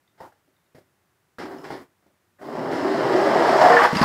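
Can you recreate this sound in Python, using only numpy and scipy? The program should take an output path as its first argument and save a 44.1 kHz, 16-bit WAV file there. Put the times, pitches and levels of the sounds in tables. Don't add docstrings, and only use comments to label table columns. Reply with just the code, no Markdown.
import sys
import numpy as np
from scipy import signal
from scipy.io import wavfile
from scipy.ndimage import uniform_filter1d

SR = 44100
rng = np.random.default_rng(int(sys.argv[2]) if len(sys.argv) > 2 else 0)


def master_out(mix):
    frames = np.transpose(np.atleast_2d(mix))
    ceiling = np.clip(frames, -1, 1)
    pcm = np.round(ceiling * 32767).astype(np.int16)
    wavfile.write(sys.argv[1], SR, pcm)


N = 178252
TIME = np.arange(N) / SR


def amp(db):
    return 10 ** (np.asarray(db) / 20)


def unit_rms(x):
    return x / np.sqrt(np.mean(x ** 2) + 1e-20)


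def steady(x, size=2205):
    return x / np.sqrt(abs(uniform_filter1d(x ** 2, size)) + 1e-12)


def since(s):
    return np.maximum(TIME - s, 0)


def value_at(points, hz):
    f, value = np.transpose(points)
    return np.interp(np.log(hz + 1), np.log(f + 1), value)


def add(mix, s, sound):
    part = mix[round(s * SR):][:len(sound)]
    part += sound[:len(part)]


def colour(x, points, modes=(), size=8192):
    hz = abs(np.fft.fftfreq(size, 1 / SR))
    peaks_db = sum(lift / (1 + (2 * (hz - f) / width) ** 2) for f, width, lift in modes)
    log_gain = np.log(amp(value_at(points, hz) + peaks_db))
    response = np.fft.ifft(np.exp(np.conj(signal.hilbert(log_gain)))).real
    return signal.fftconvolve(x, response[:size // 2])[:len(x)]


def resonate(x, hz, width):
    turn = np.exp(2j * np.pi * np.cumsum(hz) / SR)
    pole = np.exp(-np.pi * width / SR)
    return 2 * (turn * signal.lfilter([1 - pole], [1, -pole], x / turn)).real


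def contacts(per_s, spread_db):
    size = amp(spread_db * np.clip(rng.standard_normal(N), -2, 2)) * rng.choice([-1, 1], N)
    return size * (rng.random(N) < per_s / SR)


def burst(points, t60, modes=(), size=6000):
    noise = rng.choice([-1, 1], size) * 1000 ** (-TIME[:size] / t60)
    sound = colour(noise, points, modes)
    return sound / np.sqrt(uniform_filter1d(sound ** 2, size=220).max())


def damped_modes(partials, level_db, t60, rise):
    out, t = np.zeros(N), TIME[:SR // 2]
    for s, db, hz in partials:
        envelope = 1000 ** (-t / t60) * (1 - np.exp(-t / rise))
        add(out, s, amp(db + level_db) * envelope * np.sin(2 * np.pi * hz * t))
    return out


# f/Hz, relative level/dB
HUSH_SPECTRUM = [(20, -33), (45, -21), (90, -2.5), (180, -5), (235, -9.5), (370, -6), (430, -11),
                 (1000, -12), (1700, -13), (2700, -19.5), (4500, -23.5), (15500, -26)]


def hush(level_db=-57):
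    return amp(level_db) * unit_rms(colour(rng.standard_normal(N), HUSH_SPECTRUM))


# t/s, relative level/dB, f/Hz
AXLE_CLINKS = [(0.077, -46.5, 3600), (0.565, -51, 3660), (0.663, -57, 3700), (1.584, -47, 5200),
               (1.616, -50, 5200), (3.951, -23.5, 2930), (3.969, -19, 4820), (4.016, -24, 4960),
               (4.028, -20, 4620)]


def axles():
    modes = [(.56, 1.5), (1, 5), (1.07, -4), (1.31, -8)]
    partials = [(s, db + mode_db, hz * ratio) for s, db, hz in AXLE_CLINKS for ratio, mode_db in modes]
    return damped_modes(partials, level_db=-4, t60=0.031, rise=0.00054)


# f/Hz, bandwidth/Hz, gain/dB
TRACK_MODES = [(150.8, 6.7, 7), (271, 63, 5), (376.4, 67, 7.5), (449, 6.7, 1.5), (620, 52, 5.5),
               (685, 92, 3), (774, 6.6, -8.5), (1016, 10, -3.5), (1160, 80, 1.5), (1618, 56, 0),
               (1665, 280, 4)]
# f/Hz, relative level/dB
DRUM_SPECTRUM = [(25, -43), (45, -80), (70, -26), (130, -6), (260, -1.5), (380, -1.5), (520, -1.5),
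                 (800, 2.5), (1150, 0), (1500, -6), (2400, -34.5), (5000, -78)]
RATTLE_SPECTRUM = [(300, -35), (800, -2), (1200, 0.5), (1500, -2.5), (1950, 1), (2200, -5.5), (2500, -14),
                   (3300, -14.5), (6000, -51.5)]
SIZZLE_SPECTRUM = [(1000, -27.5), (2200, -7.5), (2650, -1), (3050, 2.5), (3500, -3.5), (4200, -1.5),
                   (4600, -1), (5200, 1), (5550, -4.5), (6000, -10.5), (7800, -12.5), (9500, -20),
                   (12500, -26), (15500, -25)]


def rolling(gains, pitch_hz, width, rough, hum):
    drum_gain, rattle_gain, sizzle_gain = gains
    grain = contacts(3.0 * pitch_hz, spread_db=1)
    tread = hum * resonate(grain, 0.853 * pitch_hz, width=21)
    drum = colour(resonate(grain, pitch_hz, width) + rough * grain + tread, DRUM_SPECTRUM, TRACK_MODES)
    jolts = contacts(1.4 * pitch_hz, spread_db=2.5)
    rattle = colour(jolts, RATTLE_SPECTRUM, TRACK_MODES)
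    sizzle = colour(unit_rms(jolts) + 2.45 * rng.standard_normal(N), SIZZLE_SPECTRUM)
    return drum_gain * steady(drum) + rattle_gain * steady(rattle) + sizzle_gain * steady(sizzle)


SLOW_WHEEL_HZ = 317.3
# t/s, duration/s, level/dB, extra scrape of body and axles/dB, wheel f/Hz
HAND_PUSHES = [(0.174, 0.03, -48.5, 7.5, 790), (0.196, 0.075, -43, -17, 843),
               (1.387, 0.079, -31.5, 1.5, 327), (1.502, 0.14, -37.5, -3.5, 325),
               (1.634, 0.088, -39.5, 7, 337), (1.712, 0.098, -41, -4, 325)]
# relative level/dB, decay rate/(dB/s)
PUSH_PARTS = [(0, 64), (-10, 91), (-17, 90)]


def pushes(attack_s=0.0098, release_s=0.032):
    part_db, fade_db = np.transpose(PUSH_PARTS)[..., None]
    gains, pitch_hz = np.zeros((3, N)), np.full(N, SLOW_WHEEL_HZ)
    for s, length, db, scrape_db, hz in HAND_PUSHES:
        envelope = np.minimum(since(s) / attack_s, 1) * np.exp(-since(s + length) / release_s)
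        gains += envelope * amp(db + part_db + [[0], [scrape_db], [scrape_db]] - fade_db * since(s))
        pitch_hz[TIME >= s] = hz
    return rolling(gains, pitch_hz, width=200, rough=0.35, hum=0.27)


# t/s, relative clack, thud and tick levels/dB, clack f/Hz
TRUCK_KNOCKS = [(0.206, -35.5, -40.5, -60, 950), (0.321, -43.5, -55, -62, 1600),
                (0.478, -58, -49, -77, 855), (0.747, -41, -40, -56, 1000), (0.781, -52, -44, -68, 800),
                (1.384, -27.5, -39, -43, 1530), (1.508, -33, -55, -72, 1380), (1.704, -22, -28, -43, 890),
                (2.025, -47, -50, -65, 1190), (2.062, -51, -44.5, -77, 704), (2.387, -39, -59, -68, 1520),
                (2.422, -42, -53, -57, 724), (2.715, -30, -20, -38.5, 1510), (3.471, -23, -31, -32, 900),
                (3.834, -10.5, -33, -29.5, 920), (3.951, -31, -42, -29.5, 1200),
                (4.014, -28, -33, -27, 1050)]
# delay/s, level/dB, frequency ratio
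BOUNCES = [(0, 1, 1), (0.016, -6, 0.7), (0.036, -7.5, 0.8)]
# f/Hz, relative level/dB
CLACK_SPECTRUM = [(150, -17.5), (380, -16), (500, 5.5), (620, -5.5), (800, 0.5), (1050, -8), (1400, -7),
                  (1900, -7.5), (2500, -28), (5000, -38)]
THUD_SPECTRUM = [(30, -41), (65, -12), (105, -12.5), (200, -4.5), (285, -4), (400, -8), (600, -4.5),
                 (1500, -49.5)]
TICK_SPECTRUM = [(1000, -9.5), (2050, 14), (2600, -3), (3200, 0.5), (3700, 0), (4300, 2.5), (5400, 2),
                 (6000, -9), (7800, -11.5), (9500, -12), (12500, -19), (15500, -32)]


def knocks():
    out = np.zeros(N)
    for s, clack_db, thud_db, tick_db, hz in TRUCK_KNOCKS:
        for delay, bounce_db, ratio in BOUNCES:
            body_mode = (hz * ratio, 450, 6)  # f/Hz, bandwidth/Hz, gain/dB
            clack = amp(clack_db - 6) * burst(CLACK_SPECTRUM, t60=0.044, modes=[*TRACK_MODES, body_mode])
            thud = amp(thud_db - 3) * burst(THUD_SPECTRUM, t60=0.063, modes=TRACK_MODES)
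            tick = amp(tick_db - 2) * burst(TICK_SPECTRUM, t60=0.31)
            add(out, s + delay, amp(bounce_db) * (clack + thud + tick))
    return out


RELEASE_S, SEAM_S, LIP_S, RUG_S = 2.389, 2.712, 3.75, 3.861


def speed():
    return np.maximum((TIME - RELEASE_S) / (RUG_S - RELEASE_S), 1e-9)


def wheel_hz(climb_hz=678):
    return SLOW_WHEEL_HZ + climb_hz * speed() ** 2.65


# full-speed level/dB, gain per speed doubling/dB, lip gain/dB
RAMP_PARTS = [(-13, 4, -5), (-22, 5.5, 5.5), (-32, 4, -1)]
# t/s, gain/dB
RAMP_JOLTS = [(2.553, 3), (3.122, 2), (3.613, 4.5)]
# landing level/dB, growth on approach/(dB/s)
RUG_PARTS = [(-39.5, 118), (-42.5, 106), (-43, 59)]


def descent(approach_db=5, jolt_settle_s=0.059, lip_blend_s=0.017, leave_s=0.0063):
    full_db, doubling_db, lip_db = np.transpose(RAMP_PARTS)[..., None]
    landing_db, growth_db = np.transpose(RUG_PARTS)[..., None]
    on_lip = np.minimum(since(LIP_S) / lip_blend_s, 1)
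    on_ramp = np.exp(-since(RUG_S) / leave_s)
    way_left = 1 - np.minimum(speed(), 1) ** 2
    rolling_db = full_db + doubling_db * np.log2(speed()) - approach_db * way_left
    jolt_db = sum(db * (TIME > s) * np.exp(-since(s) / jolt_settle_s) for s, db in RAMP_JOLTS)
    ramp_gains = amp(rolling_db + lip_db * on_lip + jolt_db)
    ramp_gains[2] *= amp(-3.5 * (TIME < SEAM_S))
    rug_gains = amp(landing_db + growth_db * since(RUG_S))
    gains = on_ramp * ramp_gains + (1 - on_ramp) * rug_gains
    return rolling(gains, wheel_hz(), width=426, rough=0.25, hum=1.0)


# t/s, relative level/dB
JOINT_CROSSINGS = [(2.847, -10.5), (3.15, -3), (3.354, -2.5), (3.388, -16), (3.559, -7), (3.613, -3),
                   (3.639, 4.5), (3.667, 1)]
# f/Hz, relative level/dB
JOINT_MODES = [(375, 1.5), (639, -7), (728, 1), (812, -5)]


def joints(reach_octaves=0.53):
    pitch_hz, partials = wheel_hz(), []
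    for s, db in JOINT_CROSSINGS:
        for hz, mode_db in JOINT_MODES:
            detuning = np.log2(hz / pitch_hz[round(s * SR)]) / reach_octaves
            partials.append((s, db + mode_db - 6 * detuning ** 2, hz))
    return damped_modes(partials, level_db=-11, t60=0.22, rise=0.0012)


def track_boom(start_s=3.697, axle_gap_s=0.046, hz=473):
    partials = [(s, 0, hz) for s in (start_s, start_s + axle_gap_s)]
    return damped_modes(partials, level_db=-10.5, t60=0.37, rise=0.0073)


# t/s, relative level/dB, f/Hz
BODY_SLAPS = [(3.727, -5.5, 1787), (3.767, -1.5, 1756), (4.027, -4, 1044)]
# frequency ratio, relative level/dB
BODY_MODES = [(1, -0.5), (0.8, -6.5)]


def slaps():
    partials = [(s, db + mode_db, hz * ratio)
                for s, db, hz in BODY_SLAPS for ratio, mode_db in BODY_MODES]
    return damped_modes(partials, level_db=-4.5, t60=0.075, rise=0.00083)


# t/s, relative level/dB
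RUG_LANDINGS = [(3.928, -15), (3.96, -15), (4.013, -8)]


def rug_thumps(floor_hz=150, swell_s=0.0033):
    out, t = np.zeros(N), TIME[:SR // 8]
    pile = [(25, -41), (70, -14), (160, 4.0), (330, 0.0), (550, -8.5), (1500, -42)]  # f/Hz, level/dB
    envelope = t / swell_s * np.exp(1 - t / swell_s)
    for s, db in RUG_LANDINGS:
        floor = envelope * np.sin(2 * np.pi * floor_hz * rng.uniform(1.0, 1.12) * t)
        add(out, s, amp(db - 6) * floor)
        add(out, s, amp(db - 8) * burst(pile, t60=0.15))
    return out


# f/Hz, T60/s
ROOM_T60 = [(100, 0.51), (400, 0.3), (1100, 0.38), (3000, 0.25), (8000, 0.16), (15000, 0.3)]


def reflections(x, size=22050, echoes_per_s=4000):
    taps = rng.choice([-1, 1], size) * (rng.random(size) < echoes_per_s / SR) * (TIME[:size] > .002)
    hz, t, bands = signal.stft(taps, SR, nperseg=256)
    decay = 1000 ** (-t / value_at(ROOM_T60, hz)[:, None])
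    tail = signal.istft(bands * decay, SR, nperseg=256)[1]
    return signal.fftconvolve(x, tail / np.linalg.norm(tail))[:N]


# t/s, level/dB
DIRECT_RATIO = [(0, 5.5), (3.1, 3), (3.7, 7), (4.04, 6)]


def room(x):
    travel = 2 * np.pi * np.cumsum(wheel_hz()) / SR / 150
    reverberant = reflections(x * np.cos(travel)) + reflections(x * np.sin(travel))
    direct = amp(np.interp(TIME, *np.transpose(DIRECT_RATIO)))
    return (direct * x + reverberant) / np.hypot(direct, 1)


def scene():
    background = hush()
    in_room = room(axles() + pushes() + knocks() + descent())
    return (background + in_room + joints() + track_boom() + slaps() + rug_thumps())[None]


def record(dry, threshold_db=-44, depth_db=12, slope=1.58, averaging_s=0.012, cutoff_hz=15700):
    pole = np.exp(-1 / (averaging_s * SR))
    power_db = 10 * np.log10(signal.lfilter([1 - pole], [1, -pole], dry ** 2) + 1e-12)
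    gated = dry * amp(np.clip(slope * (power_db - threshold_db), -depth_db, 0))
    rounded = gated / (1 + gated ** 8) ** (1 / 8)
    low_pass = signal.firwin(511, cutoff_hz, window=("kaiser", 9), fs=SR)
    return signal.oaconvolve(rounded, low_pass[None], "same")


dry = scene()
out = record(dry)
master_out(out)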